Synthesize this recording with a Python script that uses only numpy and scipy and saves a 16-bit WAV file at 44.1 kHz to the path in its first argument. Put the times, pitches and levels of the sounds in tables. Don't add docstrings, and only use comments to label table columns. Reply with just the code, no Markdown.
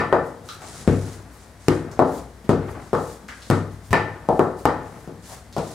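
import sys
import numpy as np
from scipy import signal
from scipy.fft import rfft, irfft
from scipy.io import wavfile
from scipy.ndimage import uniform_filter1d

SR = 44100
rng = np.random.default_rng(int(sys.argv[2]) if len(sys.argv) > 2 else 0)


def dump(signal):
    limited = np.clip(np.atleast_2d(signal).T, -1, 1)
    pcm = np.round(limited * 32767).astype(np.int16)
    wavfile.write(sys.argv[1], SR, pcm)


N = 253134
TAIL_SAMPLES = 32768


def amp(db):
    return 10 ** (np.asarray(db) / 20)


def unit_rms(x):
    return x / np.sqrt(np.mean(x ** 2) + 1e-20)


def lookup(table, hz):
    table_hz, value = np.transpose(table)
    return np.interp(np.log(hz + 1), np.log(table_hz + 1), value)


def colour(x, spectrum):
    size = x.shape[-1]
    return irfft(rfft(x) * amp(lookup(spectrum, np.fft.rfftfreq(size, 1 / SR))), size)


def bell(hz, centre_hz, half_width_oct):
    return 1 / (1 + (np.log2((hz + 1) / centre_hz) / half_width_oct) ** 2)


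def pulse(gain):
    log_gain = np.log(np.maximum(np.r_[gain, gain[-2:0:-1]], 1e-5))
    spectrum = np.exp(np.conj(signal.hilbert(log_gain)))
    return np.fft.ifft(spectrum).real[None, :len(gain)]


def convolve(response, force):
    return signal.fftconvolve(response, force, axes=1)


def ring(modes):
    t = np.arange(TAIL_SAMPLES) / SR
    hz, db, t60_s = np.transpose(modes)[:, :, None]
    waves = np.sin(2 * np.pi * hz * t) * np.exp(-np.log(1000) * t / t60_s)
    return waves / np.linalg.norm(waves, axis=1, keepdims=True) * amp(db)


def wander(depth_db, window_s):
    drift = uniform_filter1d(rng.standard_normal(N), max(int(window_s * SR), 1))
    return amp(depth_db * unit_rms(drift))


def add(mix, time_s, sound):
    start = round(time_s * SR)
    sound = sound[:, max(-start, 0):]
    part = mix[:, max(start, 0):][:, :sound.shape[1]]
    part += sound[:, :part.shape[1]]


# (frequency [Hz], coherence [0-1])
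COHERENCE = [(100, .997), (300, .985), (600, .92), (1000, .76), (2000, .58), (4000, .5), (8000, .48),
             (14000, .55)]
def diffuse(size):
    a, b = rfft(rng.standard_normal((2, size)))
    coherence = lookup(COHERENCE, np.fft.rfftfreq(size, 1 / SR))
    mid, side = a * np.sqrt((1 + coherence) / 2), b * np.sqrt((1 - coherence) / 2)
    return irfft(np.array([mid + side, mid - side]), size)


# (frequency [Hz], relative level [dB])
AIR_SPECTRUM = [(20, -24), (40, -9), (72, 0), (130, -3), (220, -3), (350, -9.5), (800, -11.5), (1300, -16),
                (1900, -16), (2600, -25.5), (4300, -25), (9500, -28), (12500, -34), (16000, -40)]
# (frequency [Hz], level [dB])
HUM_TONES = [(62, -52), (100, -54)]
def ventilation(air_db=-48):
    t = np.arange(N) / SR
    hum = np.zeros(N)
    for hz, db in HUM_TONES:
        tone = np.sin(2 * np.pi * (hz * t + rng.random()))
        hum += amp(db) * unit_rms(tone * wander(depth_db=3, window_s=.2))
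    return amp(air_db) * unit_rms(colour(diffuse(N), AIR_SPECTRUM)) + hum


def hand_speed(start_s, length_s, attack_s=.022, swell_db=4.5, release_s=.055):
    t = np.maximum(np.arange(N) / SR - start_s, 0)
    attack = 1 - np.exp(-t / attack_s)
    swell = amp(swell_db * (np.minimum(t / length_s, 1) - 1))
    release = np.exp(-np.maximum(t - length_s, 0) / release_s)
    return attack * swell * release


# (frequency [Hz], relative level [dB])
SKIN_SPECTRUM = [(300, -14), (1200, 1), (1900, 0), (2600, -4), (4200, 0), (7300, 2), (10000, -2),
                 (12000, -13), (15500, -21)]
# (frequency [Hz], relative level [dB])
FLOUR_SPECTRUM = [(2000, -30), (6000, -12), (10000, 0), (13000, -2), (16000, -7)]
# (start [s], length [s], relative skin level [dB], relative flour level [dB])
PALM_STROKES = [(0.21, .06, -60, -59), (0.43, .11, -53, -54), (0.6, .22, -46.5, -68), (0.87, .28, -50, -59),
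                (1.3, .05, -59, -55), (1.38, .06, -59, -70), (1.59, .17, -53, -68), (2.04, .14, -52, -53),
                (2.65, .06, -56, -57), (2.78, .1, -58, -68), (2.94, .19, -51.5, -52), (3.3, .28, -54, -72),
                (3.7, .03, -62, -59), (3.82, .04, -57, -54), (4.29, .14, -58, -60), (4.56, .035, -54, -49),
                (4.8, .23, -61, -62), (5.215, .125, -48.5, -50), (5.56, .16, -49.5, -57)]
def palms(skin_gain_db=4.5, fizz_power=1.7):
    skin_level, flour_level = np.zeros((2, N))
    for start_s, length_s, skin_db, flour_db in PALM_STROKES:
        speed = hand_speed(start_s, length_s)
        skin_level += amp(skin_db + skin_gain_db) * speed
        flour_level += amp(flour_db) * speed ** fizz_power
    grains = diffuse(N) * wander(depth_db=2, window_s=.001) * wander(depth_db=.8, window_s=.03)
    dust = diffuse(N) * wander(depth_db=2.5, window_s=.002) * wander(depth_db=1.5, window_s=.025)
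    hiss = skin_level * unit_rms(colour(grains, SKIN_SPECTRUM))
    fizz = flour_level * unit_rms(colour(dust, FLOUR_SPECTRUM))
    return hiss + fizz


# (frequency [Hz], relative level [dB], t60 [s])
WORKTOP_MODES = [(65, -17, .8), (99, -11, .6), (142, -13, .5), (161, -12, .55), (231, -21, .45),
                 (266, -14, .45), (362, -13, .4), (469, -12, .45), (715, -18, .4), (853, -14, .55),
                 (1003, -18, .4), (1321, -16, .4), (1480, -18, .4)]
def worktop(gain_db):
    return amp(gain_db) * ring(WORKTOP_MODES)


# (frequency [Hz], relative level [dB])
RUMBLE_SPECTRUM = [(25, -22), (60, -3), (110, 0), (220, -3), (450, -6), (800, -8), (1500, -13), (2000, -18),
                   (3000, -29), (8000, -52)]
# (start [s], length [s], full-speed level [dB])
PIN_PASSES = [(0.2, 1.4, -44), (1.68, .62, -40), (2.46, .5, -35.5), (3.95, .6, -41.5), (4.65, .52, -42)]
def rolling(speed_power=1.2):
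    t = np.arange(N) / SR
    level = np.zeros(N)
    for start_s, length_s, db in PIN_PASSES:
        speed = abs(np.sin(np.pi * np.clip((t - start_s) / length_s, 0, 1)))
        level += amp(db) * speed ** speed_power
    jolts = diffuse(N) * wander(depth_db=3, window_s=.015)
    steel = convolve(worktop(gain_db=-19).sum(0)[None], jolts)[:, :N]
    return level * unit_rms(colour(jolts + steel, RUMBLE_SPECTRUM))


# (frequency [Hz], t60 [s])
SHEET_T60 = [(80, .45), (300, .29), (1000, .27), (2000, .31), (4000, .29), (16000, .15)]
# (frequency [Hz], t60 [s])
ROOM_T60 = [(80, .9), (210, .65), (560, .56), (1470, .56), (3900, .5), (9000, .4), (16000, .25)]
# (frequency [Hz], relative level [dB])
TAIL_SPECTRUM = [(30, -14), (70, -7), (150, -3), (300, -2), (600, -1), (2000, -1), (6000, -1.5),
                 (10000, -4), (16000, -9)]
def sheet_and_room(room_share=.45, rise_s=.002):
    hz, t, noise = signal.stft(diffuse(TAIL_SAMPLES), SR, nperseg=256)
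    power = 0
    for t60_table, share in (SHEET_T60, 1 - room_share), (ROOM_T60, room_share):
        rate_per_s = np.log(1e6) / lookup(t60_table, hz)[:, None]
        power += share * rate_per_s * np.exp(-rate_per_s * t)
    fade = np.sqrt(power / SR) * amp(lookup(TAIL_SPECTRUM, hz))[:, None]
    tail = signal.istft(noise * fade, SR, nperseg=256)[1][:, :TAIL_SAMPLES]
    return tail * (1 - np.exp(-np.arange(TAIL_SAMPLES) / SR / rise_s))


# (time [s], relative level [dB], centre [Hz], half-width [oct])
LIGHT_TAPS = [(0.488, 9, 4000, .06), (0.4885, 2, 5800, .05), (0.489, 1, 3500, .8), (0.489, 17, 1330, .13),
              (0.62, 9, 800, .7), (1.915, -7, 6000, .6), (2.11, 25, 100, .35), (2.445, 16, 200, .6),
              (3.233, 15, 220, .4), (3.287, 13, 1600, .42), (3.283, -6, 5500, .6), (3.42, -4, 4000, .6),
              (3.908, 41, 100, .42), (5.29, 3, 800, .5), (5.32, 9, 700, .6), (5.33, 15, 130, .5),
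              (5.527, -5.5, 4500, .7)]
def taps(tails, direct_gain=.25):
    out, hz = np.zeros((2, N)), np.fft.rfftfreq(2048, 1 / SR)
    for k, (time_s, db, centre_hz, half_width_oct) in enumerate(LIGHT_TAPS):
        response = tails[k % len(tails)].copy()
        response[:, 0] += direct_gain
        force = pulse(amp(db) * bell(hz, centre_hz, half_width_oct))
        add(out, time_s, convolve(response, force))
    return out


# (frequency [Hz], relative level [dB])
OVERLOAD_SPECTRUM = [(500, 0), (2500, 5), (5000, 4), (10000, 1), (13000, -5), (16000, -11)]
def overload_click(hz, decay_s=.0007):
    fade = np.exp(-np.arange(len(hz)) / SR / decay_s)
    burst = diffuse(len(hz)) * fade / np.linalg.norm(fade)
    return convolve(burst, pulse(amp(lookup(OVERLOAD_SPECTRUM, hz))))


# (frequency [Hz], relative level [dB], t60 [s])
PIN_MODES = [(1770, 0, .085), (1836, -10, .25), (1982, -14, .25), (2250, -14, .025), (2900, -20, .015),
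             (3750, -19, .015), (4759, -23, .05)]
def pin_ring(knock_db, thud_db, hardness_hz, gain_db=-18, db_per_oct=20, reference_hz=2400):
    hardness_db = db_per_oct * np.log2(hardness_hz / reference_hz)
    muting_db = 1.1 * max(thud_db - knock_db, 0)
    return amp(knock_db + gain_db + hardness_db - muting_db) * ring(PIN_MODES).sum(0)[None]


# (frequency [Hz], relative level [dB])
THUD_SPECTRUM = [(20, -15), (45, -7), (90, -.5), (160, 1), (290, 1.5), (450, -2), (650, -12), (1000, -28),
                 (2500, -55)]
# (frequency [Hz], relative level [dB])
KNOCK_SPECTRUM = [(40, -32), (150, -14), (280, -2.5), (440, 0), (660, -2), (940, -4), (1300, -3.5),
                  (2000, -9), (4000, -9), (16000, -14)]
# (frequency [Hz], relative level [dB])
SLAP_SPECTRUM = [(200, -10), (1500, 4), (2200, 4), (3000, 2), (4000, 3), (6000, -1), (9000, -3),
                 (12000, -11), (16000, -18)]
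# (time [s], thud [dB], knock [dB], hardness cutoff [Hz],
#   struck-spot pitch [Hz], slap [dB], overload click [dB], direct push [gain])
PIN_BLOWS = [(-0.03, 26, 30, 2050, 1150, -2, -20, .5), (0.127, 24, 33.5, 1420, 520, -13, -21, .5),
             (0.877, 36.5, 19.5, 2250, 100, -5, -16, .45), (1.6838, 32.5, 24.5, 2000, 340, .5, 3, .7),
             (1.9923, 25.5, 34, 1130, 700, -9, -16, .5), (2.0012, 19, 26, 1100, 350, -20, -20, .9),
             (2.0235, 20, 26, 900, 290, -20, -28, .9), (2.4932, 35, 27, 1400, 410, -1.5, -12, .55),
             (2.9315, 25, 28, 1250, 470, -7.5, -21, .38), (2.951, 15, 23, 1300, 1150, -15, -26, .7),
             (3.5015, 33.5, 23, 1850, 100, -1.5, -5, .5), (3.511, 22, 22, 1800, 1200, -4, -10, .6),
             (3.930, 26, 31, 2250, 900, 0.5, -1, .4), (4.2886, 25.5, 32.5, 900, 800, -14, -15, .4),
             (4.3941, 27, 33.5, 1220, 370, -15, -14, .5), (4.6546, 27.5, 31, 1600, 850, -2, -2, .7),
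             (5.076, 14.5, 8, 1100, 190, -24, -34, .35), (5.5655, 20.5, 23.5, 1050, 650, -6, -20, .25),
             (5.582, 18, 19, 1000, 600, -6, -17, .3)]
def blows(tails, rolloff_order=4.3, spot_db=5.5, slap_lead_s=.003):
    out, hz = np.zeros((2, N)), np.fft.rfftfreq(4096, 1 / SR)
    steel_modes = worktop(gain_db=-15.5)
    slap = pulse(amp(lookup(SLAP_SPECTRUM, hz)))
    for k, blow in enumerate(PIN_BLOWS):
        time_s, thud_db, knock_db, hardness_hz, spot_hz, slap_db, overload_db, direct_gain = blow
        thud = amp(thud_db + lookup(THUD_SPECTRUM, hz))
        knock = amp(knock_db + lookup(KNOCK_SPECTRUM, hz))
        knock /= np.hypot(1, (hz / hardness_hz) ** rolloff_order)
        spot = amp(spot_db * bell(hz, spot_hz, half_width_oct=.2))
        force = pulse(np.hypot(thud, knock) * spot)
        tail = tails[k % len(tails)]
        mode_signs = rng.choice([-1, 1], len(steel_modes))
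        response = tail + mode_signs @ steel_modes
        response[:, 0] += direct_gain
        add(out, time_s, convolve(response, force))
        add(out, time_s, convolve(response, pin_ring(knock_db, thud_db, hardness_hz)))
        add(out, time_s - slap_lead_s, amp(slap_db) * convolve(tail, slap))
        add(out, time_s, amp(overload_db) * overload_click(hz))
    return out


# (frequency [Hz], left minus right [dB])
BALANCE = [(100, 4.4), (500, 4.6), (1000, 3.5), (2000, 3.6), (4000, -.8), (8000, 2.2), (13000, .6)]
def scene(places=6):
    tails = [sheet_and_room() for _ in range(places)]
    left, right = blows(tails) + taps(tails) + rolling() + palms() + ventilation()
    left = colour(left, [(hz, db / 2) for hz, db in BALANCE])
    right = colour(right, [(hz, -db / 2) for hz, db in BALANCE])
    return np.array([left, right])


def record(dry, cutoff_hz=15900):
    rounded = dry / (1 + dry ** 6) ** (1 / 6)
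    lowpass = signal.firwin(255, cutoff_hz, window=("kaiser", 8), fs=SR)
    return signal.oaconvolve(rounded, lowpass[None], "same")


dry = scene()
out = record(dry)
dump(out)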